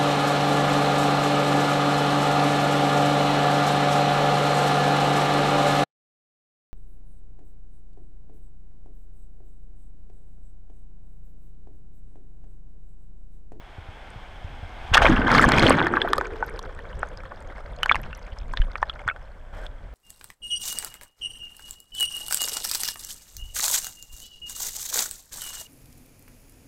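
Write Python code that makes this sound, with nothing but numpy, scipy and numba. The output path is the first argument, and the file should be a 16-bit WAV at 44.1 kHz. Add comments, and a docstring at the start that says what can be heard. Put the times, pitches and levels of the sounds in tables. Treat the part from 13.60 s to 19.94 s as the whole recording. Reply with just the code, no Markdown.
"""A small wave breaks over a microphone case held just under the surface of a shallow sea.
First far surf fizzes, a tiny bubble ticks and the current rumbles on the case, as it does throughout.
At 1.3 s the breaker slaps down, single bubbles ring close by, and it drives in a cloud of air that
booms as a whole. From 2 s the cloud thins and rises in pitch while the pops and ticks grow sparser.
The current shoves again near 5 s, and a brief gritty swish passes just before 6 s."""
import sys
import numpy as np
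from scipy import signal
from scipy.fft import rfft, irfft, next_fast_len
from scipy.io import wavfile
from scipy.ndimage import uniform_filter1d
from numba import njit

SR = 44100
rng = np.random.default_rng(int(sys.argv[2]) if len(sys.argv) > 2 else 0)


def inscribe(sig):
    """Save sig as 16-bit PCM at rate SR to the path in sys.argv[1].

    A 1-D sig is mono; a 2-D sig holds one channel per row.
    Samples are clipped to [-1, 1] before scaling.
    """
    pcm = np.round(np.clip(np.atleast_2d(sig).T, -1, 1) * 32767)
    wavfile.write(sys.argv[1], SR, pcm.astype(np.int16))


N = 279594
TIME = np.arange(N) / SR


def undb(db):
    """Decibels to gain."""
    return 10 ** (np.asarray(db) / 20)


def unit(x):
    """Scale to rms 1."""
    return x / np.sqrt(np.mean(x ** 2))


def steady(x):
    """Ride the rms to 1 over each tenth of a second, keeping the fine grain."""
    return x / np.sqrt(np.maximum(uniform_filter1d(x ** 2, SR // 10), 1e-18))


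def ramp(start, length):
    """Linear fade from 0 to 1."""
    return np.clip((TIME - start) / length, 0, 1)


def curves(table):
    """One automation lane per column, joined by straight lines in time."""
    times, *columns = np.transpose(table)
    return [np.interp(TIME, times, column) for column in columns]


def colour(x, points):
    """EQ by a curve of (f/Hz, gain/dB) points."""
    hz, db = np.transpose(points)
    size = next_fast_len(N)
    bins_hz = np.maximum(np.fft.rfftfreq(size, 1 / SR), 1)
    gain = undb(np.interp(np.log(bins_hz), np.log(hz), db))
    return irfft(rfft(x, size) * gain, size)[:N]


def drift(rate_hz):
    """Smooth random modulation with rms 1."""
    hold = max(int(SR / rate_hz), 1)
    steps = np.repeat(rng.standard_normal(N // hold + 1), hold)[:N]
    return unit(uniform_filter1d(steps, hold))


@njit
def bandpass(x, hz, width):
    """State-variable band-pass whose centre and width can sweep."""
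    y, band, low = np.empty(len(x)), 0., 0.
    for i in range(len(x)):
        g, damping = np.tan(np.pi * hz[i] / SR), width[i] / hz[i]
        v = (band + g * (x[i] + 1e-18 - low)) / (1 + g * (g + damping))
        band, low, y[i] = 2 * v - band, low + 2 * g * v, damping * v
    return y


@njit
def ring(start, hz, t60, gain, rise, glide):
    """Sine pings that swell within `rise` cycles, die away and bend up by the fraction `glide`."""
    y = np.zeros(N)
    for k in range(len(start)):
        first, length = int(start[k] * SR), int(t60[k] * SR)
        for i in range(max(0, min(length, N - first))):
            age, cycles = i / length, hz[k] * i / SR
            swell = 1 - np.exp(-(cycles / rise) ** 2)
            tone = np.sin(2 * np.pi * cycles * (1 + glide * age / 2))
            y[first + i] += gain[k] * swell * np.exp(-6.9 * age) * tone
    return y


# resonances of the case: f/Hz, width/Hz, level/dB
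CASE_MODES = [(1552, 130, -2), (3330, 520, 7), (5170, 230, -6), (6500, 200, -4), (8320, 1200, 3)]


def housing(x):
    """The case passes the sound and adds its own short rings."""
    return x + sum(undb(db) * bandpass(x, np.full(N, float(hz)), np.full(N, float(width)))
                   for hz, width, db in CASE_MODES)


# push of the current, with two big shoves: t/s, level/dB
CURRENT_LEVEL = [(0, -45), (.55, -44), (.9, -39.5), (1.28, -37.5), (1.36, -25), (1.5, -18), (1.65, -27.5),
                 (2.06, -28), (2.17, -37.5), (2.9, -37.5), (3.4, -35.5), (3.7, -41), (4.5, -34.5),
                 (4.72, -38.5), (4.93, -29.5), (5.15, -38), (5.65, -42), (6.05, -37), (6.34, -39)]
# its sub-heavy tone: f/Hz, gain/dB
RUMBLE_EQ = [(10, -11), (25, 2), (40, -2), (60, -6.5), (85, -13.5), (130, -21), (200, -27), (400, -40.5),
             (900, -83.5), (3000, -120)]
# thumps of single eddies: t/s, level/dB, f/Hz, t60/s
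EDDY_BUMPS = [(0.182, -27.5, 90, 0.077), (.287, -28, 88, 0.075), (.558, -30, 104, .083),
              (0.845, -23.5, 81, .08), (1.029, -25, 84, 0.11), (1.316, -14.5, 85.6, 0.092),
              (2.72, -27.5, 69, .084), (4.998, -6, 29, 0.19), (5.461, -24, 96, .05)]


def current():
    """Eddies buffet the case in uneven low throbs; the strongest bump it."""
    db, = curves(CURRENT_LEVEL)
    throbs = steady(colour(rng.standard_normal(N), RUMBLE_EQ)) * undb(db + 1.6 * drift(20))
    start, bump_db, hz, t60 = np.array(EDDY_BUMPS, float).T.copy()
    return throbs + ring(start, hz, t60, undb(bump_db), rise=.09, glide=0.)


# surf voices: plunge level/dB, attack/s, fade/(dB/s), offset from the wash/dB, brightness weight
BOOM_VOICE = (-24.8, .08, 24.5, -1, -.1)
CHURN_VOICE = (-21.2, .1, 60, -5, .32)
LARGE_VOICE = (-21.2, .01, 40, 0, -.16)
SMALL_VOICE = (-29.5, .06, 78, -10.2, 1.08)
FIZZ_VOICE = (-38.3, .11, 128, -20.3, .92)
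# bed of surrounding surf, swelling before the breaker and settling after: t/s, level/dB, brightness/dB
SURF_WASH = [(0, -54, 4.5), (.47, -50, 4.7), (.75, -51, 5), (1.1, -49, 4.5), (1.32, -43.5, 4),
             (2.5, -44, 2.5), (3.15, -49.5, -1.5), (3.4, -47, -1), (3.65, -49.5, -2.5), (4.3, -47, -.5),
             (4.7, -52.5, 2.5), (5.3, -50.5, -.5), (5.8, -56.5, -2), (6.34, -55.5, -.5)]
# pushes of the breaker over the case: t/s, length/s, strength/dB
BREAKER_PLUNGES = [(1.323, 0.042, -5), (1.394, .058, 0.5), (1.655, .17, 0), (1.885, .185, 1.2)]


def surf_level(voice):
    """One voice's fader in dB: each plunge raises it, holds it and lets it sink into the wash."""
    plunge_db, attack, fade, offset_db, bright_weight = voice
    pushes = [ramp(start, attack) * undb(db - fade * np.maximum(TIME - start - length, 0))
              for start, length, db in BREAKER_PLUNGES]
    wash_db, bright_db = curves(SURF_WASH)
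    wash = undb(wash_db + offset_db + bright_weight * bright_db + SWISH_DB * swish())
    return 20 * np.log10(np.hypot(undb(plunge_db) * np.max(pushes, axis=0), wash))


# perspective of the bubbles: t/s, share of their power from close by/(0-1)
CLOSE_SHARE = [(0, 0.01), (1.28, 0.15), (1.35, 0.71), (2.2, 0.79), (2.8, 0.81), (4.2, 0.79), (5.5, 0.97),
               (5.9, 0.18), (6.3, 0.47)]


def swarm(eq, low_hz, high_hz, cycles, spread_db, count):
    """One size class of bubbles: near ones ring singly and unequally, far ones merge into a wash."""
    when, pitch, closeness, life = rng.random((count, 4)).T
    hz = low_hz * (high_hz / low_hz) ** pitch
    gain = undb(spread_db * np.minimum(-np.log(1 - closeness), 5))
    grains = ring(when * N / SR, hz, cycles * (.13 + life) / hz, gain, rise=.25, glide=.027)
    near = steady(housing(colour(grains, eq)))
    far = steady(housing(colour(rng.standard_normal(N), eq)))
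    share, = curves(CLOSE_SHARE)
    return np.sqrt(share) * near + np.sqrt(1 - share) * far


# tone of the large bubbles, the small ones and the fizz: f/Hz, gain/dB
LARGE_EQ = [(150, -46.5), (350, -12.5), (600, -11), (900, -2.5), (1300, -1.5), (1800, -2), (2300, -18),
            (3200, -36.5), (6000, -83)]
SMALL_EQ = [(500, -59.5), (1400, -26.5), (2100, 7), (2700, -2.5), (3400, -7), (4100, -17.5), (5000, -31),
            (8000, -67)]
FIZZ_EQ = [(1000, -60), (3000, -3), (4200, 4.5), (5500, 1), (7000, -6), (8500, -12.5), (10000, -12),
           (13000, -16), (16000, -23)]


def foam(large_db, small_db, fizz_db):
    """Three size classes of bubbles, all stirred by the same eddies."""
    large = swarm(LARGE_EQ, 445, 2680, cycles=16, spread_db=3, count=9000) * undb(large_db - .83)
    small = swarm(SMALL_EQ, 1700, 5010, cycles=38, spread_db=6.5, count=8000) * undb(small_db + 1.7)
    fizz = swarm(FIZZ_EQ, 3500, 15000, cycles=40, spread_db=6, count=5500) * undb(fizz_db + 2.5)
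    near, = curves(CLOSE_SHARE)
    eddies = undb(4.7 * near ** 2 * drift(90))
    return eddies * (large + small + fizz)


def cloud_pitch(clear_hz=766, full_hz=244, settled_hz=593, thin_from_s=2.016, thin_tau_s=1.02):
    """The cloud's resonance dives as air is driven in and recovers as the air rises out."""
    filling = clear_hz + (full_hz - clear_hz) * ramp(start=1.41, length=.115)
    thinned = 1 - np.exp(-np.maximum(TIME - thin_from_s, 0) / thin_tau_s)
    return filling + (settled_hz - full_hz) * thinned


# dark gurgle of the air pockets: f/Hz, gain/dB
CHURN_EQ = [(25, -17.5), (60, -5.5), (90, -3), (160, -0.5), (300, -3), (600, -1.5), (1000, -19),
            (2000, -62), (5000, -110)]


def cloud(boom_db, churn_db):
    """Turbulence shakes the cloud of air like one soft bubble; fist-sized pockets gurgle in it."""
    hz = cloud_pitch() * np.exp(.02 * drift(12))
    near, = curves(CLOSE_SHARE)
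    shaking = rng.standard_normal(N) * undb(5 * near * drift(40))
    resonance = bandpass(shaking, hz, .27 * hz)
    boom = steady(bandpass(resonance, hz, 1.64 * hz))
    churn = swarm(CHURN_EQ, 71.4, 896, cycles=12.6, spread_db=4, count=2200)
    surge = undb(1.5 * near * drift(45))
    return surge * (undb(boom_db + 1.83) * boom + undb(churn_db) * churn)


# thin top-end sheen: f/Hz, gain/dB
HISS_EQ = [(2000, -36.5), (4000, -6.5), (5200, 0), (6500, -2.5), (8200, 0), (9500, -7.5), (13000, -10),
           (16000, -20)]


def hiss(level_db=-77):
    """A faint, steady bed of bright noise."""
    return undb(level_db) * unit(colour(rng.standard_normal(N), HISS_EQ))


def strays(voice, bunches, plunge_db, follow, spread_db, low_hz, high_hz):
    """Cues for chance pairs of bubbles drifting past, louder where the foam's voice is louder."""
    from_s, until_s, bunch_s = 1.6, 5.65, .07
    place = ((np.arange(bunches) + rng.random(bunches)) / bunches) ** 1.35  # thickest at first
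    lag, strength, pitch = rng.random((bunches * 2, 3)).T
    start = from_s + (until_s - from_s) * np.repeat(place, 2) + bunch_s * lag
    fall_db = np.interp(start, TIME, surf_level(voice)) - voice[0]
    db = plunge_db + follow * fall_db + spread_db * (2 * strength - 1)
    return start, db, low_hz * (high_hz / low_hz) ** pitch


def scatter(x, t60=.03):
    """Surface, sand and neighbouring bubbles send back a quick, uneven tail."""
    age = TIME[:SR // 20]
    tail = rng.standard_normal(len(age)) * np.exp(-np.log(1000) * age / t60) * (age > .001)
    return signal.fftconvolve(x, tail / np.linalg.norm(tail))[:N]


# featured tiny bubbles bursting on the case: t/s, level/dB, f/Hz
TICK_CUES = [(.5036, -41.5, 8350), (1.439, -19, 4000), (1.7411, -17, 5060), (1.8895, -13, 7500),
             (1.921, -13, 4200), (1.9963, -10, 4160), (2.0798, -12, 4240), (2.0966, -8, 8450),
             (2.2265, -20.5, 3400), (2.4878, -32, 12830), (2.5814, -25, 11500), (2.8634, -33, 12100),
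             (3.028, -32.5, 5770), (3.3932, -33, 7950), (3.5737, -30, 4960), (4.416, -31.5, 12190),
             (4.5498, -33, 5730), (4.5744, -37, 11220), (4.7867, -30, 5200), (5.18, -36, 4530),
             (5.4779, -32, 7950), (6.0654, -27.5, 3470)]


def ticks(ping_cycles=51, click_cycles=5):
    """Pinhead bubbles ping for a few milliseconds, each with a broad little click."""
    faint = strays(FIZZ_VOICE, 16, plunge_db=-20.5, follow=.74, spread_db=7, low_hz=3900, high_hz=9000)
    start, db, hz = np.vstack([TICK_CUES, np.column_stack(faint)]).T.copy()
    ping = ring(start, hz, ping_cycles / hz, undb(db - 4), rise=1., glide=.04)
    click = ring(start, hz, click_cycles / hz, undb(db), rise=.45, glide=0.)
    return ping + undb(1.5) * housing(click) + undb(-10) * housing(scatter(click))


# sheets of water hitting the case: t/s, level/dB, length/s
SLAP_CUES = [(1.335, -11, 0.024), (1.371, -16.5, 0.0087), (1.414, -23.5, 0.028)]
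# their midrange smack: f/Hz, gain/dB
SLAP_EQ = [(200, -31), (800, -1), (1600, 2.5), (2800, 2), (4200, -12.5), (6000, -11), (10000, -30),
           (16000, -34)]


def slaps():
    """The front of the breaker hits the case in a few short, dense bursts."""
    envelope = sum(undb(db) * np.sin(np.pi * ramp(start, length)) for start, db, length in SLAP_CUES)
    return envelope * unit(housing(colour(rng.standard_normal(N), SLAP_EQ)))


def satellites(start, db, hz, t60, lead_s=(.003, .011)):
    """Each close bubble sheds a small one just before it pinches off."""
    lead, size, pitch = rng.random((len(start), 3)).T
    early = start - np.interp(lead, [0, 1], lead_s)
    gain = undb(db - 21) * (.5 + size)
    return ring(early, hz * 1.1 * 2 ** (pitch - .5), t60, gain, rise=.57, glide=.05)


# featured two-part pops; levels and decays are nominal, trimmed per part below:
# t/s, level/dB, f/Hz, decay/s, partner f/Hz, partner offset/dB, snap level/dB
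POP_CUES = [(1.3444, -7.5, 2610, .022, 3340, -8.5, -8), (1.3539, -4, 815, 0.017, 1810, -11, -32),
            (1.3703, -4, 1193, .023, 1760, -7, -19), (1.3779, 1.5, 1550, 0.014, 2870, -18, -30),
            (1.4197, -7, 696, 0.027, 1480, -8, -27), (1.446, -5, 620, .03, 1104, -10, -27),
            (1.492, -5, 295, 0.064, 198, -2, -50), (1.517, -9.5, 341, 0.047, 238, 5, -41),
            (1.716, -5, 1370, .015, 820, -23, -16), (1.7488, -7, 1150, .025, 1710, -4, -19),
            (1.7946, -2, 1330, .022, 890, -20, -24), (1.824, -10, 1730, .02, 1230, -9, -24),
            (1.8401, -5.5, 1645, 0.027, 1110, -2, -41), (1.919, -5.5, 1950, .0095, 1490, 1, -15.5),
            (1.9834, -4.5, 2280, 0.009, 1130, -19, -18), (2.033, -4.5, 1400, .02, 925, -23, -21),
            (2.056, -9, 470, .05, 620, -6, -45), (2.0667, -6.5, 3080, 0.011, 1930, -9, -24),
            (2.1056, 0, 1088, .014, 474, 3.5, -38), (2.2033, 0, 1340, .0065, 1980, -10, -41),
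            (2.2143, -11.5, 930, .022, 1550, -3, -55), (2.268, -2.5, 1520, .0076, 1020, -6, -30),
            (2.338, -5, 1320, .012, 900, -7.5, -51), (2.369, -11, 1582, 0.027, 1150, -0.5, -60),
            (2.417, -13, 3330, .016, 1630, -1, -60), (2.4478, -15.5, 687, 0.037, 1070, -20, -60),
            (2.4753, -14, 1420, .013, 1100, -1.5, -60), (2.5324, -4, 1196, .016, 1710, -8.5, -14.5),
            (2.5814, -15.5, 1230, 0.036, 524, -1.5, -22), (2.6112, -10.5, 1440, .013, 970, -2, -31),
            (2.8256, -15, 890, 0.032, 1483, -2.5, -51), (2.9917, -26, 1036, 0.023, 1570, -14, -27.5),
            (3.4304, -9, 1390, .011, 740, -3.5, -43), (3.7193, -24.5, 1100, .016, 1440, -5, -60),
            (4.2315, -8.5, 1390, .012, 2970, -3, -17), (4.2593, -9.5, 1490, .012, 1050, -3.5, -24),
            (4.2949, -6, 2235, 0.025, 1670, -16, -42), (4.3136, 3.5, 1295, 0.0094, 1790, -18, -29.5),
            (4.3197, -15.5, 3380, 0.018, 1570, 2, -47), (4.3452, -12, 1000, 0.013, 2690, -8, -42),
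            (4.3556, -11, 970, 0.011, 2040, -3.5, -27), (4.3631, -21, 1670, .014, 2070, -1, -36),
            (4.5294, -28, 1450, 0.017, 2710, -4.5, -53), (4.9363, -23, 1010, 0.032, 1570, -5, -37),
            (4.9727, -16.5, 3630, 0.0056, 1720, 1.5, -35), (5.0176, -27, 3000, .015, 1620, 1, -49),
            (5.1553, -13, 1270, .0092, 2270, -7, -58), (5.228, -3.5, 983, .013, 1750, -10.5, -35),
            (5.2968, -22, 3300, 0.02, 1310, -3.5, -49), (5.4779, -12, 1424, .021, 1820, -11, -34),
            (5.487, -10, 1470, 0.019, 3360, -18, -45), (5.4983, -21.5, 2200, .028, 1530, 0, -65),
            (5.5115, -27, 1365, 0.048, 2600, -14, -65), (5.5618, -32.5, 1480, .02, 3220, -18, -50)]


def close_bubbles(snap_tau_s=.0014, copy_delay_s=.0042):
    """Air pinches off with a snap, both parts ring; a faint inverted copy 4 ms later reshapes them."""
    start, db, hz = strays(LARGE_VOICE, 10, plunge_db=-14, follow=.72, spread_db=4,
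                           low_hz=1100, high_hz=2300)
    faint = np.column_stack([start, db, hz, 27 / hz, .676 * hz, np.full(len(start), -4.5), db - 15])
    start, db, hz, decay, partner_hz, partner_db, snap_db = np.vstack([POP_CUES, faint]).T.copy()
    main = ring(start, hz, .79 * decay, undb(db + 5), rise=.8, glide=.063)
    partner = ring(start, partner_hz, 1.115 * decay, undb(db + partner_db + 3.5), rise=.8, glide=.051)
    triggers = np.zeros(N)
    triggers[(start * SR).astype(int)] = undb(snap_db)
    snap_envelope = signal.fftconvolve(triggers, np.exp(-TIME[:SR // 50] / snap_tau_s))[:N]
    snap = snap_envelope * unit(colour(rng.standard_normal(N), FIZZ_EQ))
    direct = main + partner + satellites(start, db, hz, decay)
    delayed_copy = np.interp(TIME - copy_delay_s, TIME, direct)
    return direct - undb(-22) * delayed_copy + housing(undb(-7.5) * snap + undb(-14) * scatter(direct))


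SWISH_DB = 9  # lift of the wash


def swish(start_s=5.925, length_s=.14, edge_s=.012):
    """A quick gate for the late swish: 0 outside it, 1 within."""
    return ramp(start_s, edge_s) - ramp(start_s + length_s, edge_s)


def grit(level_db=-65.5):
    """A fine, raspy crackle rides on the swish."""
    grains = rng.standard_normal(N) * undb(4.9 * drift(250))
    return undb(level_db) * swish() * unit(colour(grains, HISS_EQ))


def scene():
    """Mono mix of every layer of the scene."""
    air = cloud(surf_level(BOOM_VOICE), surf_level(CHURN_VOICE))
    froth = foam(surf_level(LARGE_VOICE), surf_level(SMALL_VOICE), surf_level(FIZZ_VOICE))
    return (air + froth + slaps() + hiss() + current() + close_bubbles() + ticks() + grit())[None]


def record(dry, top_hz=15400):
    """A soft clip rounds the loudest peaks and a steep low-pass cuts the top."""
    rounded = dry / (1 + dry ** 8) ** (1 / 8)
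    return signal.sosfilt(signal.ellip(8, .2, 70, top_hz, fs=SR, output="sos"), rounded)


dry = scene()
out = record(dry)
inscribe(out)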